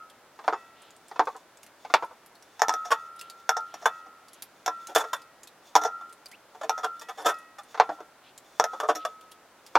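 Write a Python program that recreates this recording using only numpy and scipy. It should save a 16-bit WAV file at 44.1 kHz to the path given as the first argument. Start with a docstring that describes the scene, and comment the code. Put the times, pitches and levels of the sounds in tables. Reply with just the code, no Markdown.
"""A faint hum and a finger tick, then a knock: small aluminium cans are taken from a plastic tub,
set down on a wooden table and stacked. Each impact excites the resonances of wood and can wall;
a can brushes the table, lands and rocks to rest. Jolted cans chime, and hum with beating tones
until a hand damps them. Fingers tick and squeak on the thin metal and a sleeve brushes the tub,
over the quiet tone of a small, dry room. The sound is almost mono."""
import sys
import numpy as np
from scipy import signal
from scipy.fft import rfft, irfft, next_fast_len
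from scipy.io import wavfile
from scipy.ndimage import map_coordinates

SR = 44100
rng = np.random.default_rng(int(sys.argv[2]) if len(sys.argv) > 2 else 0)


def store_wav(level_fs):
    """Save 16-bit WAV to argv[1]."""
    pcm = np.round(np.clip(np.atleast_2d(level_fs), -1, 1) * 32767)
    wavfile.write(sys.argv[1], SR, pcm.T.astype(np.int16))


N = 431298
SIZE = 12288  # samples in one short event
T = np.arange(SIZE) / SR
HZ = np.fft.rfftfreq(SIZE, 1 / SR)


# Cans set down: start_s, strength_db, hardness_db, wood_coupling, lead_s, rock_period_s, rock_loss_db
SET_DOWNS = [(0.4795, -16.5, -3, .74, .089, .047, 7), (1.1945, -14, -2, .6, .081, .077, 11.5),
             (1.9395, -12.5, 9, .35, .09, .085, 15), (7.7995, -10, -1, 1.05, .055, .0925, 17),
             (9.755, -12, 1, .2, .004, .09, 15)]
# Spectrum of a can on wood: frequency_hz, level_db
TABLE_SPECTRUM = [(60, -48), (200, -34.5), (300, -20), (450, -14), (620, -10.5), (800, -3.5), (1050, 2),
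                  (1400, -3.5), (1750, -13), (2300, -11.5), (3300, -23), (4600, -29), (6000, -40),
                  (16000, -57)]
# Its bands against the knock band: thud_db, clank_db, clink_db, fizz_db
TABLE_BANDS = (-12, -16, -23.5, -42)

def landings(room_db, shell, level_db):
    """Inelastic impact: a can brushes the wood twice, lands, and loses energy with every rock."""
    track = np.zeros((2, N))
    for s, db, hard_db, wood, lead_s, rock_s, loss_db in SET_DOWNS:
        rock_count = 2 if rock_s > .06 else 1
        # start_s, strength_db, slide_ms, hardness_db, weight_db
        brushes = [(s - lead_s * share, db - 24.5, 3.5, 3.5, 0) for share in (1, .43)]
        landing = [(s, db, 0.15, hard_db, 0)]
        rocks = [(s + k * rock_s, db - k ** 1.17 * loss_db, 4, -4.5, 3.5)
                 for k in range(1, rock_count + 1)]
        touches = brushes + landing + rocks
        track += contacts(touches, TABLE_SPECTRUM, TABLE_BANDS, wood, shell, room_db, level_db)
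    return track


# Can against can: start_s, strength_db, slide_ms, hardness_db, weight_db
STACK_HITS = [(2.5945, -33, 4.6, 1, -16), (2.619, -13.5, 0.82, -1.5, -3.5), (2.684, -26, .9, 4.5, 3.5),
              (2.694, -19, 0.87, -0.5, -6), (2.7395, -32, 0.82, 5.5, 3.5), (2.849, -34.5, 16, 1, -5),
              (3.4925, -17, 0.97, 2.5, -5), (3.568, -26, 4.8, 0, -1.5), (3.741, -38, 3.9, 4.5, 2),
              (3.815, -38, 20.4, 0, 2), (4.062, -50, 5.6, -4.5, 8), (4.6618, -29, 1.8, 6.5, -5),
              (4.679, -21, 1.8, -4, -0.5), (5.7535, -9.5, 5.1, -3, -3.5), (5.7635, -27, 1.3, 8.5, -3),
              (5.815, -31.5, 5.5, 0.5, 5), (5.8372, -31.5, 1.9, 5.5, -3), (5.849, -22, 7.5, -3, 6.5),
              (6.695, -20, 1.5, 1, -1), (6.7785, -33.5, 8.1, 0.5, 1), (8.5985, -15, 0.9, -1, 3.5),
              (8.641, -24, 2.3, 2.5, 5), (8.9515, -37, 8.1, 11, 12)]
# Spectrum of a can on a can: frequency_hz, level_db
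STACK_SPECTRUM = [(35, -86), (60, -40), (180, -22.5), (408, -6.5), (903, 7.5), (1340, 0.5), (1510, -4),
                  (1950, -14), (2970, -28), (3420, -19.5), (4640, -17), (5720, 0.5), (9130, -35),
                  (13900, -41.5), (16000, -62)]
# Its bands against the knock band: thud_db, clank_db, clink_db, fizz_db
STACK_BANDS = (-12.5, -12.5, -10.5, -24)

def stacking():
    """Hard contact: metal on metal excites the high shell modes and clinks."""
    return contacts(STACK_HITS, STACK_SPECTRUM, STACK_BANDS,
                    wood=0.83, shell=0.83, room_db=-2, level_db=0)


# Cans jostled in the tub, and further dull knocks of the same colour: start_s, strength_db, slide_ms,
# hardness_db, weight_db
DULL_HITS = [(2.906, -27.5, 5.1, 2, 4), (2.9155, -13.5, 4.4, -2, -9), (3.8572, -14, 2.1, -2, -4.5),
             (4.884, -39, 12, 1.5, 7.5), (4.95, -24.5, 3.8, 11.5, -1), (4.961, -15.5, 0.29, 1.5, 4),
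             (4.976, -36, 5.9, 15, -23), (4.996, -25, 7.7, 2, -3), (5.041, -33, 3.4, -3.5, 2),
             (5.132, -23.5, 4, 3, -10.5), (6.009, -44.5, 3.5, -4, -15), (6.548, -43.5, 4.3, -4, 2),
             (6.613, -34.5, 3.7, -2, 7.5), (6.632, -29.5, 7.4, -3, 1), (6.833, -24.5, 6.7, -5, -4),
             (6.844, -25, 2.5, 0.5, 0), (7.013, -42.5, 4.8, 9, 0), (7.086, -31, 7.8, 0, -4),
             (7.174, -33, 22.5, 1.5, 3), (7.247, -25, 8, -2.5, 2.5), (7.259, -18, 5.5, 4, 4),
             (7.282, -24, 7.9, 4.5, 3), (7.585, -36.5, 3.7, 1, -12), (8.005, -41, 1.1, -4, 8.5),
             (8.732, -32.5, 7.4, -7.5, 2), (8.8015, -26.5, 0.32, 1, -1), (8.83, -23.5, 7.2, -13, 2.5),
             (8.8875, -15, 6.6, -6.5, 3.5), (9.051, -24.5, 1.36, 0, -3)]
# Spectrum of a can in the tub: frequency_hz, level_db
TUB_SPECTRUM = [(35, -75), (60, -47), (184, -31), (579, -3.5), (1250, 4), (1780, -12), (2050, -18.5),
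                (2900, -21.5), (3420, -18.5), (4120, -23), (5460, -14), (7060, -19.5), (9130, -32.5),
                (13300, -41.5), (16000, -52)]
# Its bands against the knock band: thud_db, clank_db, clink_db, fizz_db
TUB_BANDS = (-9, -11, -16, -21.5)

def jostling():
    """Glancing impact: cans knock and slide in the plastic tub, with further dull knocks of the same colour."""
    return contacts(DULL_HITS, TUB_SPECTRUM, TUB_BANDS, wood=0.77, shell=0.93, room_db=4, level_db=-0.5)


# Resonances of the table top: centre_hz, width_hz, lift_db
WOOD_MODES = [(308, 36, 13), (448.6, 62, 17), (609, 130, 7), (732, 112, 12), (795, 28, 5.5), (894, 29, 7.5),
              (990, 39, 4), (1080, 32, -2), (1760, 190, 7.5)]
# Resonances of a can's wall and lid: centre_hz, width_hz, lift_db
SHELL_MODES = [(2500, 127, 0), (3315, 240, 0.5), (3516, 170, 13.5), (4500, 330, 2), (5567, 440, 7),
               (5920, 160, 5.5), (6700, 580, 11), (8390, 220, 7), (11500, 700, 0.5)]
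# Limits of the thud, knock, clank, clink and fizz bands: edge_hz
EDGES_HZ = [200, 600, 1800, 4500, 8000, 16000]

def contacts(touches, spectrum, balance, wood, shell, room_db, level_db):
    """Source and filter: a touch drives wood and shell modes; heavy ones thud, hard ones are bright."""
    track = np.zeros((2, N))
    body = minimum_phase(along(spectrum, HZ) + shell * lifts(SHELL_MODES) + wood * lifts(WOOD_MODES))
    bands = list(zip(EDGES_HZ, EDGES_HZ[1:]))
    centres_hz = np.sqrt(np.prod(bands, axis=1))
    thud, clank, clink, fizz = balance
    for s, db, slide_ms, hard_db, weight_db in touches:
        band_db = db + np.array([thud + weight_db, 0, clank + hard_db,
                                 clink + hard_db, fizz + 1.46 * hard_db])
        hit = contact_pulse(slide_ms, room_db) * body
        for _ in range(2):  # bring each band to its strength
            energy = np.array([np.sum(abs(hit[0, (HZ >= lo) & (HZ < hi)]) ** 2) for lo, hi in bands])
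            power = energy * 2 / SIZE / (SR / 100)  # spread over 10 ms
            gain_db = band_db - 10 * np.log10(power)
            hit = hit * minimum_phase(along(np.c_[centres_hz, gain_db], HZ))
        add(track, s, irfft(hit))
    return amp(level_db) * track


# Stereo width of the reflections: frequency_hz, side_gain_db
REFLECTION_WIDTH = [(200, -28), (800, -84), (2000, -24), (4000, -12), (8000, -7), (14000, -3)]

def contact_pulse(slide_ms, room_db, scrape_per_ms=0.47):
    """Impulse and friction: a push, tiny slips and their reflections, as mid and side spectra."""
    decay_s = max(slide_ms, .05) / 1000
    slips = rng.standard_normal(SIZE) * rng.exponential(size=SIZE) ** 2
    slips *= np.sqrt(T) * np.exp(-T / decay_s)
    force = scrape_per_ms * slide_ms * slips / np.linalg.norm(slips)
    force[0] += 1
    mid, side = amp(room_db) * rfft(room_tails())
    return rfft(force) * np.array([1 + mid, side * amp(along(REFLECTION_WIDTH, HZ))])


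# Jolted cans: start_s, middle_pitch_hz, low_level_db, middle_level_db, middle_t60_s, free_s
HUMS = [(0.0, 1372, -42, -45, 0.56, 0.01), (.48, 1340, -55, -49, 1.65, .5),
        (1.941, 1333, -64, -39, 0.68, 0.13), (2.62, 1355, -33, -32.5, .9, 0.04),
        (2.694, 1362, -26.5, -32.5, 0.69, 0.15), (2.915, 1362, -40, -41, 2.6, .57),
        (3.494, 1373, -31.5, -30, 1.6, .13), (3.856, 1373, -38.5, -41, 0.96, .5),
        (4.664, 1354, -48, -32.5, 0.87, .33), (4.959, 1370, -41, -32.5, 0.68, .32),
        (5.755, 1374, -32.5, -29, 1.2, .32), (5.849, 1362, -36, -38.5, 0.99, .25),
        (6.695, 1372, -32, -35.5, .9, 0.093), (6.844, 1368, -44, -32.5, 0.87, 0.11),
        (7.26, 1365, -30, -30.5, 0.71, 0.066), (7.8, 1360, -51, -38.5, 0.77, .45),
        (8.599, 1376, -32, -34, 0.63, 0.17), (8.952, 1370, -36.5, -52, 0.87, .6)]
SWELL_S = 0.0065  # rise of a hum or chime

def hums(level_db, low_hz=1285, grip_db=13.5, grip_s=0.09):
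    """Beating: two close modes of a jolted can ring freely until a hand damps them."""
    track, t = np.zeros(N + 2 * SR), np.arange(2 * SR) / SR
    for s, middle_hz, low_db, middle_db, t60, free_s in HUMS:
        grip = amp(-grip_db * np.clip((t - free_s) / grip_s, 0, 1))
        hum = mode(t, low_hz, low_db, t60=1) + mode(t, middle_hz, middle_db, t60)
        track[round(s * SR):][:len(t)] += hum * grip * (1 - np.exp(-t / SWELL_S))
    return amp(level_db) * track[:N]


# Struck cans that sing: start_s, level_db
CHIME_STRIKES = [(.53, -51), (2.694, -52), (2.916, -51), (3.493, -60), (3.857, -49), (4.662, -52),
                 (4.96, -50), (5.131, -53), (5.83, -53), (6.695, -54), (7.013, -51), (7.261, -43),
                 (7.8, -57), (8.6, -55)]
# Partials around the chime's main tone: pitch_hz, relative_db, t60_s
PARTIALS = [(1520, -13, 0.21), (1700, -15, 0.31), (2470, -9, 0.15), (2600, -7.5, 0.7), (3280, -11, 0.38),
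            (3260, -10, 0.27), (5400, 0, 0.12), (6860, 1, 0.089)]

def chimes(level_db, pitch_hz=1916):
    """Inharmonic shell modes: a high tone outlasts its partials, all a little different each strike."""
    track, t = np.zeros(N + SR), np.arange(SR) / SR
    for s, db in CHIME_STRIKES:
        ring = mode(t, pitch_hz * (1 + rng.normal(0, 0.00397)), db, t60=1)
        for hz, relative_db, t60 in PARTIALS:
            detuned_hz = hz * (1 + rng.normal(0, 0.007))
            ring += mode(t, detuned_hz, db + relative_db + rng.normal(0, 3), t60)
        track[round(s * SR):][:len(t)] += ring * (1 - np.exp(-t / SWELL_S))
    return amp(level_db) * track[:N]


# Fingertips on the cans: start_s, relative_peak_db, centre_hz
TICKS = [(0.0995, -39.5, 3210), (.82, -42, 8800), (.965, -43, 8500), (1.5728, -42.5, 7300),
         (2.8539, -38, 5910), (1.6323, -33.5, 2340), (1.6645, -37, 2360), (2.354, -42.5, 4250),
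         (3.1943, -33, 5270), (3.2124, -25, 2750), (3.2996, -28.5, 4200), (4.2842, -38.5, 4570),
         (4.333, -35.5, 10360), (4.4231, -21.5, 12600), (4.8713, -27, 6660), (5.4331, -32.5, 7100),
         (5.474, -33, 3880), (6.127, -38, 8450), (6.2588, -32.5, 4370), (6.3155, -34, 1990),
         (6.996, -34, 5590), (8.3783, -31.5, 7500), (9.3184, -34, 3480), (9.6646, -34.5, 5170)]
# Spectrum of a tick: frequency_hz, level_db
TICK_SPECTRUM = [(60, -32), (300, -10), (1200, -11.5), (3000, -5), (6000, -3.5), (11000, -5.5),
                 (16000, -17)]

def finger_ticks(slide_ms, room_db, lift_db, level_db, faint_db, faint_count):
    """Light impact: fingertips touch and peel off thin metal in bright clicks, fainter ones between."""
    track = np.zeros((2, N))
    faint = [(when * N / SR, faint_db + 7 * size, 3000 * 4 ** pitch)
             for when, size, pitch in rng.random((faint_count, 3))]
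    for s, db, centre_hz in list(TICKS) + faint:
        spectrum_db = along(TICK_SPECTRUM, HZ) + lifts([(centre_hz, centre_hz * 0.23, lift_db)])
        tick = irfft(contact_pulse(slide_ms, room_db) * minimum_phase(spectrum_db))
        add(track, s, amp(db + level_db) * tick / abs(tick[0]).max())
    return track


# A damp finger on metal: start_s, length_s, start_hz, end_hz, level_db
SQUEAK_GLIDES = [(6.258, .014, 5000, 4500, -42), (6.319, .04, 1750, 3100, -48)]

def squeaks(jitter=.2):
    """Stick-slip friction: a finger draws short, rough, gliding whistles from the metal."""
    track = np.zeros(N)
    for s, length_s, start_hz, end_hz, db in SQUEAK_GLIDES:
        progress = np.minimum(T / length_s, 1)
        hz = (start_hz + (end_hz - start_hz) * progress) * (1 + jitter * rng.standard_normal(SIZE))
        envelope = np.sqrt(abs(np.sin(np.pi * progress)))
        add(track, s, amp(db) * envelope * np.sin(2 * np.pi * np.cumsum(hz) / SR))
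    return track


# Cloth on the tub: start_s, length_s, level_db
SLEEVE_STROKES = [(0.714, 0.26, -59.5), (3.131, 0.22, -59.5), (3.652, 0.18, -60.5), (4.261, 0.26, -63),
                  (8.22, 0.11, -57.5), (8.982, 0.069, -54)]

def sleeve(level_db, side_share, centre_hz=3170):
    """Friction noise: cloth brushes the tub in soft swells of narrow hiss as the arm reaches in."""
    track = np.zeros((2, N))
    band = 1 / (1 + ((HZ - centre_hz) / (0.3 * centre_hz)) ** 2)
    for s, length_s, db in SLEEVE_STROKES:
        hiss = irfft(rfft(rng.standard_normal((2, SIZE))) * band)
        stroke = np.sin(np.pi * np.minimum(T / length_s, 1))
        add(track, s, amp(db + level_db) * stroke * hiss / hiss.std() * [[1], [side_share]])
    return track


# Spectrum of slipping cans: frequency_hz, level_db
SHUFFLE_SPECTRUM = [(300, -24), (1500, -13), (3500, -3), (6500, -8.5), (10000, -13.5), (16000, -15)]

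def shuffle(hits, level_db, span_s, follow_power, grips_per_s=25, wander_db=4.16):
    """Micro-slip: around the impacts, cans rub on hands and each other, exciting their shell modes."""
    activity = abs(signal.fftconvolve(hits ** 2, signal.windows.hann(int(span_s * SR)), "same"))
    grips = rng.standard_normal(int(N * grips_per_s / SR) + 4)
    wander = map_coordinates(grips, [np.arange(N) * grips_per_s / SR])
    slips = rng.standard_normal(N) * rng.exponential(size=N)
    wall_response = irfft(minimum_phase(along(SHUFFLE_SPECTRUM, HZ) + lifts(SHELL_MODES)))
    grains = signal.fftconvolve(slips, wall_response)[:N]
    envelope = amp(level_db + wander_db * wander) * (activity / activity.max()) ** follow_power
    return envelope * grains / grains.std()


# Decay of the room: frequency_hz, t60_s
ROOM_DECAY = [(150, 0.091), (500, 0.087), (1400, 0.097), (3600, 0.086), (6500, 0.057), (14000, 0.09)]

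def room_tails(rise_s=0.0004):
    """Diffuse reflection: two uncorrelated tails of unit energy, dying fastest near 6.5 kHz."""
    hz, t, noise = signal.stft(rng.standard_normal((2, SIZE)), SR, nperseg=128)
    decay = amp(-60 * t / along(ROOM_DECAY, hz)[:, None])
    tails = signal.istft(noise * decay, SR)[1][:, :SIZE] * (1 - np.exp(-T / rise_s))
    return tails / np.linalg.norm(tails, axis=1, keepdims=True)


def late_ring(hits, t60, level_db, cutoff_hz=3500):
    """Reverberation: the tub and far walls add a faint, longer tail with softened treble."""
    t = np.arange(SR) / SR
    tail = rng.standard_normal(SR) * amp(-60 * t / t60)
    lowpass = signal.butter(1, cutoff_hz, fs=SR, output="sos")
    tail = signal.sosfilt(lowpass, tail / np.linalg.norm(tail))
    return amp(level_db) * signal.fftconvolve(hits, tail)[:N]


# Spectrum of the room tone: frequency_hz, level_db
AMBIENT_SPECTRUM = [(12, -42), (20, -22), (216, -5), (337, -1.5), (422, -2), (527, -0.5), (590, 0.5),
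                    (949, -1), (1220, -3), (1330, -2), (2530, -11), (4540, -16.5), (5680, -18.5),
                    (11800, -24), (16000, -27)]
# Its stereo width: frequency_hz, side_against_mid_db
AMBIENT_WIDTH = [(60, -18), (180, -16.5), (550, -16.5), (1650, -15), (4970, 0), (15000, 1)]

def room_tone(level_db):
    """Stationary noise: a steady background as mid and side, widest in the treble."""
    hz = np.fft.rfftfreq(N, 1 / SR)
    noise = rfft(rng.standard_normal((2, N))) * amp(along(AMBIENT_SPECTRUM, hz))
    noise[1] *= amp(along(AMBIENT_WIDTH, hz))
    pair = irfft(noise, N)
    return amp(level_db) * pair / pair[0].std()


def mode(t, hz, db, t60):
    """Damped oscillation: one decaying sine of random phase."""
    return amp(db - 60 * t / t60) * np.sin(2 * np.pi * (hz * t + rng.random()))


def lifts(resonances):
    """Resonance: the summed bell-shaped peaks, in dB."""
    return sum(db / (1 + (2 * (HZ - hz) / width) ** 2) for hz, width, db in resonances)


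def minimum_phase(db):
    """Causality: the most prompt response that has these levels."""
    cepstrum = irfft(np.log(np.maximum(amp(db), 1e-6)))
    cepstrum[1:SIZE // 2] *= 2
    cepstrum[SIZE // 2 + 1:] = 0
    return np.exp(rfft(cepstrum))


def along(points, hz):
    """Interpolation of (frequency_hz, value) points on a log axis."""
    point_hz, values = np.transpose(points)
    return np.interp(np.log(hz + 1), np.log(point_hz + 1), values)


def amp(db):
    """Decibels to amplitude ratio."""
    return 10 ** (np.asarray(db) / 20)


def add(track, start_s, sound):
    """Superposition: mix a short event into the track."""
    start = max(round(start_s * SR), 0)
    part = track[..., start:start + SIZE]
    part += sound[..., :part.shape[-1]]


def scene():
    """Mid-side stereo: all sources sum to left and right; the impacts' treble leans slightly right."""
    hits = landings(room_db=3.5, shell=0.57, level_db=0.5) + stacking() + jostling()
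    hits += finger_ticks(slide_ms=2.17, room_db=-1, lift_db=12, level_db=1.5,
                         faint_db=-45.5, faint_count=36)
    mid, side = hits + sleeve(level_db=-1, side_share=0.2)
    room_mid, room_side = room_tone(level_db=-57.5)
    mid += hums(level_db=1.5) + chimes(level_db=-1)
    mid += shuffle(hits[0], level_db=-62.5, span_s=0.38, follow_power=0.29)
    mid += room_mid + late_ring(hits[0], t60=0.58, level_db=-27.5) + squeaks()
    treble = signal.sosfilt(signal.butter(1, 3500, "high", fs=SR, output="sos"), hits[0])
    side += room_side - .1 * treble
    return np.array([mid + side, mid - side])


def record(dry):
    """Clipping and band limiting: peaks stop at full scale, then all above 16.3 kHz is removed."""
    size = next_fast_len(N + SIZE)
    passband = np.fft.rfftfreq(size, 1 / SR) < 16300
    return irfft(rfft(np.clip(dry, -1, 1), size) * passband, size)[:, :N]


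dry = scene()
out = record(dry)
store_wav(out)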